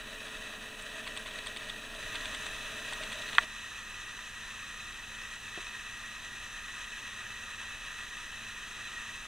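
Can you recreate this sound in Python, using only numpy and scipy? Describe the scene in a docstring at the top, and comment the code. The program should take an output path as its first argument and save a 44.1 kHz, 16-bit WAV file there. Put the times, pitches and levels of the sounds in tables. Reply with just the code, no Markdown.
"""A small motor mechanism whirs in its case: chance tooth contacts ring the case resonances.
It is heard first from across the floor in mono, then close up by a pair of microphone ports;
the two views overlap for a while. Room rumble, hiss, wavering hums and a thin whine lie under both.
In the far view a pawl ticks and rustles as ringing scrapes, and soft bumps swell the case.
Struck modes make one hard snap and, later, a dull hollow knock."""
import sys
import numpy as np
from scipy import signal
from scipy.fft import rfft, irfft, next_fast_len
from scipy.io import wavfile

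SR = 44100
rng = np.random.default_rng(int(sys.argv[2]) if len(sys.argv) > 2 else 0)


def to_wav(sig):
    """Store sig (one row per channel, or 1-D mono) as 16-bit WAV at the path in sys.argv[1].

    Samples outside -1..1 are clipped; the rate is SR.
    """
    pcm = np.clip(np.atleast_2d(sig), -1, 1) * 32767
    pcm = np.round(pcm).astype(np.int16)
    wavfile.write(sys.argv[1], SR, pcm.T)  # frames by channels


N = 408807
SIZE = next_fast_len(N, True)
HZ, TIME = np.fft.rfftfreq(SIZE, 1 / SR), np.arange(N) / SR

# The two microphone views: start, end and fade in seconds. View 0 is far, view 1 is near.
FAR, NEAR = (-1, 3.465, 0.027), (1.98, 11, 0.023)
# Resonances of frame and case. Each row: frequency in Hz, width in Hz, relative far and near level in dB.
CASE = [(626, 84, -6, -24.5), (997, 101, -11, -13.5), (1104, 40, -10.5, -12.5), (1236, 80, -8, -7),
        (1390, 150, -9, -11.5), (1637, 127, -5.5, -7), (1776, 104, -3.5, -5.5), (1897, 91, -0.5, 0),
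        (2080, 160, -23.5, -20), (2410, 250, -11, -15), (2599, 178, -3, -3.5), (2987, 120, -6.5, -9.5),
        (3270, 245, -9.5, -11.5), (3670, 310, -10, -11.5), (3947, 139, -6.5, -10), (4250, 84, -22, -19.5),
        (4480, 170, -20.5, -40), (4790, 106, -19, -23), (5470, 310, -20.5, -21), (6150, 600, -18, -17),
        (6550, 400, -20, -20), (7290, 370, -24, -25.5), (7780, 430, -21, -22.5), (8430, 320, -20.5, -25),
        (8970, 400, -26, -25.5), (9840, 580, -22, -27.5)]
# Modes of the pawl. Each row: frequency in Hz, relative level in dB, time to fall 60 dB in seconds.
PAWL = [(1120, -6.5, 0.012), (1560, -2.5, 0.0089), (1900, -0.5, 0.011), (2543, -2.5, 0.014),
        (3060, -1, 0.0095), (3370, 4.5, 0.0098), (3580, 4, 0.009), (4100, -4, 0.01)]


def gain_of(db):
    """Decibels to gain."""
    return 10 ** (np.asarray(db) / 20)


def evened(x):
    """Scales to rms 1."""
    return x / np.sqrt(np.mean(x ** 2) + 1e-20)


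def read(hz_points, values, hz):
    """Straight lines on a log-frequency axis."""
    return np.interp(np.log(hz + 1), np.log(np.asarray(hz_points) + 1), values)


def coloured(x, gain):
    """Filters x by a gain given at the frequencies HZ."""
    return irfft(rfft(x, SIZE) * gain, SIZE)[:N]


def wander(per_s):
    """Slow chance of rms 1, fading out above about per_s swings a second."""
    hz = HZ[:4000]
    seeds = rng.standard_normal((2, len(hz)))
    spectrum = (seeds[0] + 1j * seeds[1]) / (1 + (hz / per_s) ** 4)
    return evened(irfft(spectrum, SIZE)[:N])


def ring(modes, length):
    """Dying sines of a struck thing, for length seconds."""
    t = np.arange(round(length * SR)) / SR
    return sum(gain_of(db - 60 * t / t60) * np.sin(2 * np.pi * hz * t) for hz, db, t60 in modes)


def scrape(noise, modes, length):
    """A ragged contact, falling 20 dB in length seconds, rings the modes; peak 1."""
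    t = np.arange(len(noise)) / SR
    blow = noise * (1 - np.exp(-t / 0.00035)) * gain_of(-20 * t / length)
    rung = ring(modes, .03)
    onset = (1 - np.exp(-TIME[:len(rung)] / 0.00032)) ** 2
    sound = np.convolve(blow, rung * onset)
    return sound / abs(sound).max()


def add(mix, s, sound):
    """Lays a sound into the mix at s seconds."""
    part = mix[round(s * SR):][:len(sound)]
    part += sound[:len(part)]


def gate(start, end, fade):
    """Open from start to end, with short fades."""
    return np.clip((TIME - start) / fade, 0, 1) * np.clip((end - TIME) / fade, 0, 1)


def air(view):
    """Rumble and hiss of the room: noise coloured by the room's spectrum."""
    # Each row: frequency in Hz, relative far and near level in dB per Hz.
    room_spectrum = [(15, -10, -6.5), (28.6, -0.5, -3), (41, -12, -5.5), (96.5, -16.5, -10.5),
                     (161, -21.5, -16.5), (202, -11.5, -14.5), (305, -13.5, -18), (338, -21.5, -18.5),
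                     (535, -18, -20.5), (890, -22.5, -18.5), (3000, -41, -25), (10100, -32.5, -30.5),
                     (12900, -37, -35), (16000, -36.5, -41)]
    level_db = (-53, -54.5)[view]  # rms, far and near
    columns = np.transpose(room_spectrum)
    colour = gain_of(read(columns[0], columns[1 + view], HZ))
    return gain_of(level_db) * evened(coloured(rng.standard_normal(N), colour))


def hums(view):
    """Tones that waver in pitch and level, and the clean steady whine."""
    # Wavering hum tones. Each row: mean frequency in Hz, rms waver in Hz, far and near level in dB.
    hum_table = [(28.8, 2.9, -61, -61), (103, 2.99, -73, -68), (125.6, 4.15, -68, -78.5),
                 (222, 1.37, -66, -67.5), (386, 1.3, -73.5, -79), (433.3, 0.82, -61.5, -80),
                 (524, 1.26, -74, -78.5), (3150, 2.8, -86, -70)]
    # Frequencies of the thin whine lines in Hz.
    whine_hz = (2005.3, 2807.4, 7219.1, 8021.2, 10828.6, 11364)
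    # Levels of the same lines. Each row: far and near level in dB.
    whine_levels = [(-70, -75), (-64, -65.5), (-104, -79), (-70, -74), (-88, -91), (-93, -89)]
    low = np.zeros(N)
    for row in hum_table:
        level = gain_of(row[2 + view] + 1.1 * wander(3.7))
        turns = np.cumsum(row[0] + row[1] * wander(5.79)) / SR
        low += level * np.sin(2 * np.pi * turns)
    high = sum(gain_of(row[view]) * np.sin(2 * np.pi * (hz * TIME + rng.random()))
               for hz, row in zip(whine_hz, whine_levels))
    return np.sqrt(2) * (low + high)  # makes the levels rms


def knock():
    """A soft low blow on something hollow rings its low modes."""
    # Each row: frequency in Hz, relative level in dB, time to fall 60 dB in seconds.
    hollow_modes = [(238, -4, .04), (343, -2.5, 0.064), (392, -2.5, 0.073), (470, -2.5, 0.034),
                    (600, -2.5, 0.044), (690, -2, 0.049)]
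    start_s, level_db = 5.576, -38
    out = np.zeros(N)
    sound = ring(hollow_modes, .1)
    onset = 1 - np.exp(-TIME[:len(sound)] / 0.00077)
    add(out, start_s, gain_of(level_db) * sound * onset)
    return out


def snap():
    """Strain builds for a moment and lets go; bending waves bring the high modes first."""
    # Each row: frequency in Hz, relative level in dB, time to fall 60 dB in seconds.
    snap_modes = [(580, -30, 0.03), (720, -13, 0.044), (936, -9, 0.041), (1143, 4, 0.025), (1403, 1, 0.032),
                  (1530, 2.5, 0.016), (1766, 4, 0.029), (1957, 4.5, .03), (2520, 3, 0.02),
                  (3180, 2.5, 0.015), (3585, 2.5, 0.011), (4230, -18, 0.013), (4500, -11.5, 0.012),
                  (5500, -20, .006), (6800, -22, .006), (7800, -18, .008), (9000, -15, .006)]
    start_s, level_db, rise_s = 3.3825, -16.5, 0.00081
    hz, db, t60 = np.transpose(snap_modes)
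    t = TIME[:3000]
    delayed = t[:, None] - .0033 * np.sqrt(1700 / hz)  # sets each mode's phase by its travel time
    swing = (gain_of(db - 60 * t[:, None] / t60) * np.cos(2 * np.pi * hz * delayed)).sum(1)
    onset = np.sin(np.pi / 2 * np.minimum(t / rise_s, 1)) ** 2
    out = np.zeros(N)
    add(out, start_s, gain_of(level_db) * swing * onset)
    return out


def bumps():
    """Slow nudges swell the lowest resonance of the case."""
    # Each row: start in seconds, level in dB.
    nudges = [(3.004, -33), (3.146, -40), (3.198, -38)]
    rise_s, t60_s = .008, 0.074
    out = np.zeros(N)
    sound = ring([(CASE[0][0], 0, t60_s)], .1)
    onset = np.minimum(TIME[:len(sound)] / rise_s, 1)
    for s, db in nudges:
        add(out, s, gain_of(db) * sound * onset)
    return out


def faint_ticks():
    """The pawl also rustles over the teeth at chance moments."""
    per_s, least_db, spread_db = 30, -43, 1.5  # mean rate, lowest level, dB per unit of chance size
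    out = np.zeros(N)
    gaps, sizes = rng.exponential(1, (300, 2)).T
    starts = np.cumsum(gaps) / per_s
    for s, size, noise in zip(starts, sizes, rng.standard_normal((300, 800))):
        level_db = least_db + spread_db * min(size, 3)
        add(out, s, gain_of(level_db) * scrape(noise, PAWL, 0.002))
    return out


def ticks():
    """A dull touch, then the drop: the touch is a softer strike, so its upper modes are weaker."""
    # Each row: drop in seconds, then drop, treble and touch level in dB.
    tick_table = [(.822, -47, -39, -47), (1.0742, -27.5, -43, -30), (1.1725, -29.5, -36, -33),
                  (1.2672, -34, -48, -31), (1.3085, -34, -57, -45), (1.3865, -29, -44, -38),
                  (1.4685, -28, -35.5, -30.5), (1.5699, -28.5, -39, -30), (1.6962, -26.5, -41, -36),
                  (2.154, -26.5, -39, -32), (2.2078, -34, -52, -44), (2.2545, -25, -38.5, -33),
                  (2.3468, -28.5, -37.5, -38), (2.464, -28, -40, -36), (2.932, -29, -35.5, -29.5),
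                  (3.034, -27.5, -40, -31), (3.1265, -32, -37, -34), (3.2165, -32.5, -48, -40),
                  (3.2875, -30, -50, -38), (3.330, -30.5, -47, -44), (3.3488, -28, -38, -44)]
    # Treble of the pawl. Each row: frequency in Hz, relative level in dB, time to fall 60 dB in seconds.
    treble_modes = [(7760, -8, 0.0084), (8350, 5, 0.0046), (9230, -13, .008)]
    touch_lead_s = .008
    out = np.zeros(N)
    soft = [(hz, db - 4.0 * np.log2(hz / 1000), t60) for hz, db, t60 in PAWL]
    noises = rng.standard_normal((len(tick_table), 2, 800))
    for (s, db, treble_db, touch_db), (drop_noise, touch_noise) in zip(tick_table, noises):
        treble = gain_of(treble_db) * scrape(drop_noise, treble_modes, 0.0057)
        drop = gain_of(db) * scrape(drop_noise, PAWL, 0.0077)
        touch = gain_of(touch_db) * scrape(touch_noise, soft, 0.0095)
        add(out, s, drop + treble)
        add(out, s - touch_lead_s, touch + 0.34 * treble)
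    return out


def whir(view, start, chatter_db, throb_db, surge_db):
    """Dense tooth contacts of uneven strength ring the case resonances."""
    # The whir swells once a turn. Each row, far then near: depth in dB, time of a crest in seconds.
    swell_table = [(.3, 0.2), (.3, 4.61)]
    turn_s = 1.074  # one turn of the slow wheel
    level_db = (-44.5, -44.5)[view]  # at the start of each view, before the swell
    creep_db_per_s = (0.38, 0.13)[view]  # it grows a little
    strength_db = chatter_db * wander(180) + throb_db * wander(35) + surge_db * wander(17.6)
    contacts = rng.standard_normal(N) * gain_of(strength_db)
    modes = np.array(CASE)
    grid = np.linspace(0, SR / 2, 4097)
    off = (grid[:, None] - modes[:, 0]) / modes[:, 1]  # distance from each resonance, in widths
    power = (gain_of(modes[:, 2 + view]) ** 2 / (1 + (1.56 * off) ** 2) ** 2).sum(1)
    body = evened(coloured(contacts, np.interp(HZ, grid, np.sqrt(power))))
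    depth_db, crest_s = swell_table[view]
    swell_db = depth_db * np.cos(2 * np.pi * (TIME - crest_s) / turn_s)
    creep_db = creep_db_per_s * (TIME - max(start, 0))
    return body * gain_of(level_db + creep_db + swell_db)


def scene():
    """The far view is mono; close up the left port hears a little later than the right."""
    # Difference of the two ports under their sum. Each row: frequency in Hz, level in dB.
    port_difference = [(60, -70), (200, -56), (380, -41), (700, -30), (1290, -24), (2380, -16), (4400, -10),
                       (8120, -5), (15000, 4)]
    # Sound the ports do not share. Each row: frequency in Hz, level in dB.
    unshared = [(60, -75), (300, -54), (1000, -31), (3000, -20), (6000, -11), (9000, -5.5), (15000, 1)]
    far = whir(0, FAR[0], 0.73, 0.41, 0.93) + air(0) + hums(0)
    far = (far + ticks() + faint_ticks() + bumps()) * gate(*FAR)
    near = (whir(1, NEAR[0], 0.82, 0.32, 0.74) + air(1) + hums(1)) * gate(*NEAR)
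    # a delay between ports makes a difference signal a quarter turn behind
    side = coloured(near, -1j * gain_of(read(*np.transpose(port_difference), HZ)))
    # reflections reach each port by its own path: same colour, scattered phase
    scatter = np.exp(2j * np.pi * rng.random(len(HZ)))
    side += coloured(near, scatter * gain_of(read(*np.transpose(unshared), HZ))) * gate(*NEAR)
    middle = far + near + snap() + knock()
    return middle + np.array([side, -side])


def record(dry):
    """The band limit: a steep low-pass."""
    edge_hz = 15750
    lowpass = signal.firwin(511, edge_hz, window=("kaiser", 9), fs=SR)
    return signal.oaconvolve(dry, lowpass[None], "same")


dry = scene()
out = record(dry)
to_wav(out)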